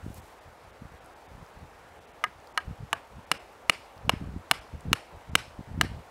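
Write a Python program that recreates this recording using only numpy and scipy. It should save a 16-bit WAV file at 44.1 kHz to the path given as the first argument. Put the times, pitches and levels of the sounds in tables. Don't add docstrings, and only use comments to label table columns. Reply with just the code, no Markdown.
import sys
import numpy as np
from scipy import signal
from scipy.fft import rfft, irfft, next_fast_len
from scipy.io import wavfile
from scipy.ndimage import uniform_filter1d, map_coordinates

SR = 44100
rng = np.random.default_rng(int(sys.argv[2]) if len(sys.argv) > 2 else 0)


def to_wav(s):
    ch = np.atleast_2d(s).T
    pcm = np.round(np.clip(ch, -1, 1) * 32767)
    wavfile.write(sys.argv[1], SR, pcm.astype(np.int16))


def how_loud(loudness_db):
    steps = np.asarray(loudness_db, float) / 20
    return 10 ** steps


N = 269010

# start in seconds, peak level in dB, bending pitch in Hz, upper modes in dB, crack in dB.
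BLOWS = [
    (2.239, -7, 1257, -19.5, -27.5),
    (2.575, -7.5, 1231, -14.5, -23.5),
    (2.929, -5, 1152, -18, -25),
    (3.315, -2.5, 1286, -10, -18),
    (3.696, 0.5, 1235, -10, -16.5),
    (4.094, -1.5, 1267, -10, -22),
    (4.512, 0, 1157, -12.5, -16.5),
    (4.93, -2, 1320, -7.5, -15.5),
    (5.353, 1.5, 1590, -11.5, -15),
    (5.8115, 0, 1228, -19.5, -17),
]
# delay in ms, level in dB.
REBOUNDS = [(5.9, -9.5), (4.8, -11), (2.4, -12), (3.5, -17), (2.45, -25), (5.5, -16), (4.5, -12.5),
            (4.6, -15.5), (2.9, -15), (8.7, -25)]
# low bending modes in dB, high bending modes in dB.
AIM = [(-3, 0.5), (-1.5, 2.5), (2.5, -1.5), (1.5, -3), (-1, -10), (2, -8), (4.5, -2), (-1, -10),
       (-1.5, -2.5), (3.5, 2)]
# share of pitch, level in dB, share of t60.
BENDING_MODES = [(0.584, -11.5, 1.46), (.78, 0.5, 0.5), (0.997, 2, 0.89), (1.308, -7, 1.48),
                 (1.46, -4.5, .95), (1.614, -1.5, 0.54)]
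# frequency in Hz, level in dB.
UPPER_MODES = [(2280, -2.5), (2890, 0.5), (3500, -27), (4200, -10), (5200, -13.5), (8600, -20),
               (10400, -15.5)]
# frequency in Hz, level in dB.
CRACK_SPECTRUM = [(1500, 14), (3000, 17), (5000, 7.5), (8600, 4.5), (12000, -1), (16500, -10)]
# frequency in Hz, t60 in seconds.
TREE_DECAY = [(300, 0.3), (1000, 0.17), (3000, 0.46), (8000, 0.45), (15000, 0.27)]
# frequency in Hz, level in dB per Hz.
BARK_SPECTRUM = [(290, 0.5), (500, -6), (1100, -3), (2320, -2.5), (3800, -11), (5000, -8), (6500, -19),
                 (8700, -16), (11500, -22.5), (14300, -29), (16000, -47)]
# centre in seconds, peak level in dB, frequency in Hz.
PUFFS = [(.063, -24, 155), (.102, -29, 141), (.82, -29.5, 128), (1.379, -39, 129), (1.426, -34.5, 91),
         (2.681, -31, 109), (2.697, -28, 88), (2.71, -24, 105), (2.805, -30.5, 85.5), (2.834, -28, 81),
         (3.182, -33, 101), (4.079, -22, 122), (4.136, -16, 141), (4.213, -23.5, 150), (4.238, -28, 131),
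         (4.272, -29.5, 125), (4.287, -29, 119), (4.362, -22, 145), (4.737, -29.5, 134),
         (4.855, -28, 116.7), (4.916, -16.5, 153), (5.333, -26, 112), (5.591, -26, 158),
         (5.608, -28.5, 130), (5.745, -27, 95), (5.777, -21.5, 132), (5.789, -21.5, 108), (5.804, -23, 160),
         (5.833, -20, 149), (5.846, -21, 161)]
# frequency in Hz, level in dB per Hz.
EDDY_SPECTRUM = [(12, -48), (20, 1), (76, 5.5), (229, -10.5), (403, -26.5), (449, -19), (500, -22),
                 (650, -51), (1100, -120)]
# start in seconds, hold in seconds, strength in dB.
GUSTS = [(0.028, 0.081, -37.5), (.15, 0.076, -43.5), (0.477, 0.016, -43.5), (0.647, 0.061, -53.5),
         (0.824, .03, -43), (0.918, 0.036, -48), (1.02, 0.036, -56), (1.298, 0.12, -45),
         (1.568, 0.081, -45), (1.714, 0.31, -62), (2.357, 0.029, -51.5), (2.67, 0.047, -34),
         (2.812, 0.042, -40.5), (2.924, .03, -52), (3.13, 0.064, -43), (3.297, 0.07, -58),
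         (3.743, 0.046, -62), (3.974, 0.022, -48.5), (4.045, .12, -35.5), (4.206, 0.18, -35.5),
         (4.52, 0.026, -44), (4.599, .01, -43), (4.737, 0.029, -33.5), (4.858, 0.076, -31),
         (5.132, .04, -44), (5.292, 0.093, -37.5), (5.425, 0.11, -50), (5.587, 0.023, -46),
         (5.694, 0.16, -34.5), (5.868, .12, -34.5)]
# start in seconds, peak level in dB, frequency in Hz.
TICKS = [
    (0.1436, -35, 12800),
    (1.0455, -50, 10100),
    (1.0597, -42, 10400),
    (1.464, -46, 5750),
    (2.4014, -50, 6250),
    (2.4725, -40.5, 5370),
    (3.9784, -42, 5160),
    (4.8076, -39.5, 8600),
]
# frequency in Hz, level in dB per Hz.
TRAFFIC_SPECTRUM = [(150, -16), (250, -8.5), (492, -1.5), (857, -1), (1070, -4.5), (1250, -6), (2150, -13),
                    (3040, -18.5), (3320, -19.5), (3740, -21), (12600, -37), (15800, -54)]
# frequency in Hz, level in dB per Hz.
RUMBLE_SPECTRUM = [(12, -30), (25, -4), (60, 2), (120, -27), (200, -49)]
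DROPOUTS_S = [.211, .401, .719, 1.0, 1.148, 1.277, 2.001, 2.065, 2.129, 2.534, 3.259, 3.388, 4.604, 5.309]

GRIP_AFTER_BLOWS, GRIP_OVER_BLOWS = 1.6, 0.57
FREE_T60_S, HELD_T60_S = 0.058, 0.019
FREE_CRACK_MS, HELD_CRACK_MS = 1.9, 0.52
FREE_THUD_DB, HELD_THUD_DB = -42, -21.5
FREE_RISE_MS, HELD_RISE_MS = 0.42, 0.56
BLOW_LOW_CUT_HZ = 517
TREES_DB, ECHO_COLOUR = -41.5, 0.53
LULL_DB, SWELL_DB_PER_S, FADE_DB_PER_S = -61.5, 796, 645
BOOT_S, BOOT_DB, BOOT_PRESS_S, BOOT_LIFT_S = 0.172, -54.5, 0.011, 0.015
SETTLE_DB, SETTLE_S, LITTER_DB = -69.5, 0.19, -71.5
TRAFFIC_DB, RUMBLE_DB = -53, -65.0


def unit(x):
    return x / np.sqrt(np.mean(x ** 2) + 1e-20)


def along(points, hz):
    f, v = np.transpose(points)
    return np.interp(np.log(hz + 1), np.log(f + 1), v)


def wobble(rate_hz):
    knots = rng.standard_normal(int(N * rate_hz / SR) + 4)
    return map_coordinates(knots, [np.arange(N) * rate_hz / SR])


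def coloured(x, spectrum):
    m = next_fast_len(len(x) + 8192)
    gain = how_loud(along(spectrum, np.fft.rfftfreq(m, 1 / SR)))
    return irfft(rfft(x, m) * gain, m)[:len(x)]


def patchy(shape, bins, frames):
    field = uniform_filter1d(rng.standard_normal(shape), bins, 0)
    return unit(uniform_filter1d(field, frames, 1))


def add(track, start_s, sound):
    part = track[max(round(start_s * SR), 0):][:len(sound)]
    part += sound[:len(part)]


def later(x, ms):
    return np.pad(x, (max(round(ms * SR / 1000), 0), 0))[:len(x)]


def hatchet():
    out, t = np.zeros(N), np.arange(SR // 8) / SR
    luck = rng.standard_normal((len(BLOWS), len(BENDING_MODES) + len(UPPER_MODES), 3))
    free = np.array([FREE_T60_S, FREE_CRACK_MS, FREE_THUD_DB, FREE_RISE_MS])
    firm = np.array([HELD_T60_S, HELD_CRACK_MS, HELD_THUD_DB, HELD_RISE_MS])
    low_cut = signal.butter(4, BLOW_LOW_CUT_HZ, 'high', fs=SR, output='sos')
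    driven = 1 + 1.04 * np.exp(-(t / 0.0011) ** 2)
    for k, (start_s, db, pitch_hz, upper_db, crack_db) in enumerate(BLOWS):
        back_ms, back_db = REBOUNDS[k]
        held = 1 / (1 + np.exp((GRIP_AFTER_BLOWS - k) / GRIP_OVER_BLOWS))
        t60_s, crack_ms, thud_db, rise_ms = free + held * (firm - free)

        wood = driven * peg_bending(t, pitch_hz, t60_s, AIM[k], luck[k])
        grain = driven * end_grain(t, upper_db, luck[k, len(BENDING_MODES):])
        wood += later(grain, crack_ms - 0.4)
        wood += later(crack(t, crack_db), crack_ms)
        rise = 1 - np.exp(-(1000 * t / rise_ms) ** 2)
        blow = signal.sosfilt(low_cut, how_loud(db - 3) * wood * rise)

        contact = blow * np.exp(-(t / 0.0064) ** 2)
        contact = held * contact + (1 - held) * uniform_filter1d(contact, size=9)
        rebound = how_loud(back_db) * later(contact, back_ms)
        add(out, start_s - 0.00015 * crack_ms, blow + rebound + how_loud(db + thud_db) * soil_thud(t))
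        bright_db = 1.44 * (crack_db + 13.5)
        add(out, start_s, how_loud(db + TREES_DB - 11) * trees(bright_db, blow))
    return out


def ring(t, hz, db, t60_s, luck):
    late = np.maximum(t - 0.0004096 * luck[1] ** 2, 0)
    strength = np.sign(luck[1]) * how_loud(db + luck[0])
    return strength * how_loud(-60 * late / t60_s) * np.sin(2 * np.pi * hz * (1 + 0.0093 * luck[2]) * late)


def peg_bending(t, pitch_hz, t60_s, aim, luck):
    low_db, high_db = aim
    out = 0
    for (share, db, life), d in zip(BENDING_MODES, luck):
        db = db - 9.5 + low_db * (share < 0.9) + high_db * (share > 1.2)
        out = out + ring(t, pitch_hz * share, db, life * t60_s, d)
    return out


def end_grain(t, upper_db, luck):
    return sum(ring(t, hz, db + upper_db + 4, 0.016, d) for (hz, db), d in zip(UPPER_MODES, luck))


def crack(t, crack_db):
    grit = unit(coloured(rng.standard_normal(len(t)), CRACK_SPECTRUM))
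    return how_loud(crack_db + 13) * grit * (how_loud(-60 * t / 0.0074) + 0.16 * how_loud(-60 * t / 0.031))


def soil_thud(t):
    tones = sum(np.sin(2 * np.pi * hz * t) for hz in (170, 290, 460))
    return tones * how_loud(-60 * t / 0.036) * (1 - np.exp(-t / 0.0021))


def trees(bright_db, blow):
    hz, t, z = signal.stft(rng.standard_normal(SR // 2), SR, nperseg=256)
    colour_db = along(BARK_SPECTRUM, hz) + along([(1800, 0), (6000, bright_db)], hz)
    own_db = 20 * np.log10(np.abs(rfft(blow[:256])) + 1e-3)
    colour_db += ECHO_COLOUR * (own_db - uniform_filter1d(own_db, size=11))
    trunks_db = 1.2 * patchy(z.shape, 4, 8)
    decay_db = -60 * t / along(TREE_DECAY, hz)[:, None]
    tail = signal.istft(z * how_loud(trunks_db + colour_db[:, None] + decay_db), SR, nperseg=256)[1]
    t = np.arange(len(tail)) / SR
    tail *= (1 - np.exp(-(t / 0.016) ** 2)) * (1 + 2.6 * np.exp(-t / 0.019))
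    return later(unit(tail[:SR // 2]), 11)


def wind():
    kicks = (rng.random(N) < 90 / SR) * how_loud(3.7 * rng.standard_normal(N))
    lumps = unit(coloured(kicks, EDDY_SPECTRUM))
    lumps += 0.5 * unit(coloured(rng.standard_normal(N), EDDY_SPECTRUM))
    lumps /= np.abs(uniform_filter1d(lumps ** 2, size=3000)) ** 0.6
    out = how_loud(gusts() - 3.0 + 0.43 * wobble(25)) * unit(lumps)
    t = np.arange(-800, 800) / SR
    for centre_s, db, hz in PUFFS:
        u = (1.4 * np.pi * hz * t) ** 2
        add(out, centre_s - 0.016, how_loud(db - 1.0) * (1 - 1.09 * u) * np.exp(-u))
    return out


def gusts():
    start, hold, db = np.transpose(GUSTS)[..., None]
    t = np.arange(0, N, 64) / SR
    swell_db = SWELL_DB_PER_S * np.maximum(start - t, 0)
    fade_db = FADE_DB_PER_S * np.maximum(t - start - hold, 0)
    total = how_loud(db - swell_db - fade_db).sum(0) + how_loud(LULL_DB)
    return np.interp(np.arange(N) / SR, t, 20 * np.log10(total))


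def litter():
    grains = rng.standard_normal(N) * how_loud(4.6 * rng.standard_normal(N) + 1.7 * wobble(120))
    moss = [(1200, -4), (3000, -2.0), (8000, 1), (15700, -5.5), (16000, -45)]
    out = boot() * unit(coloured(grains, moss))
    t = np.arange(SR // 100) / SR
    for start_s, db, hz in TICKS:
        noise = rng.standard_normal(len(t))
        snap = unit(coloured(noise, [(0.24 * hz, -25), (hz, 0), (1.45 * hz, -18)]))
        add(out, start_s, how_loud(db - 8.0 - 60 * t / 0.0096) * snap)
    return out


def boot():
    t = np.arange(N) / SR - BOOT_S
    crush = np.exp(-np.abs(t) / np.where(t < 0, BOOT_PRESS_S, BOOT_LIFT_S))
    return how_loud(BOOT_DB) * crush + how_loud(SETTLE_DB) * np.exp(-(t / SETTLE_S) ** 2) + how_loud(LITTER_DB)


def distance():
    z = signal.stft(rng.standard_normal(N), nperseg=512)[2]
    hum = signal.istft(z * how_loud(1.1 * patchy(z.shape, 6, 14)), nperseg=512)[1][:N]
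    spectrum = TRAFFIC_SPECTRUM[:-2] + [(12600, -36.0), (15700, -48), (16000, -83)]
    traffic = how_loud(TRAFFIC_DB + 0.72 + 0.42 * wobble(3.36)) * unit(coloured(hum, spectrum))
    return traffic + how_loud(RUMBLE_DB) * unit(coloured(rng.standard_normal(N), RUMBLE_SPECTRUM))


def scene():
    return (hatchet() + wind() + litter() + distance())[None]


def gain_control(x, from_db, depth, attack_s, release_s):
    over = np.maximum(20 * np.log10(np.abs(x) + 1e-9) - from_db, 0)
    t = np.arange(SR // 8) / SR
    lag = (1 - np.exp(-(t / attack_s) ** 2)) * np.exp(-t / release_s)
    return x * how_loud(-depth * signal.fftconvolve(over, lag)[:N] * 1000 / SR)


def treble_dropouts(x):
    hz, t, z = signal.stft(x, SR, nperseg=512)
    dip = sum(np.exp(-((t - s) / 0.0063) ** 4) for s in DROPOUTS_S)
    kept = uniform_filter1d(rng.standard_normal((len(hz), len(DROPOUTS_S))), 3, 0) > 0.8
    nearest = np.abs(t[:, None] - DROPOUTS_S).argmin(1)
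    loss_db = -17 * dip * (hz > 3800)[:, None] * ~kept[:, nearest]
    return signal.istft(z * how_loud(loss_db), SR, nperseg=512)[1][:N]


def top_cut(x):
    return signal.sosfilt(signal.butter(12, 17040, fs=SR, output="sos"), x)


def record(dry):
    clipped = dry[0] / (1 + np.abs(dry[0] / 0.55) ** 6) ** (1 / 6)
    ducked = gain_control(clipped, from_db=-13, depth=4.64, attack_s=0.0083, release_s=0.0084)
    band = [(15, -20), (40, -5.5), (90, 0), (16300, 0), (16800, -9), (17100, -90)]
    limited = coloured(treble_dropouts(ducked), band)
    return top_cut(limited[None])


dry = scene()
out = record(dry)
to_wav(out)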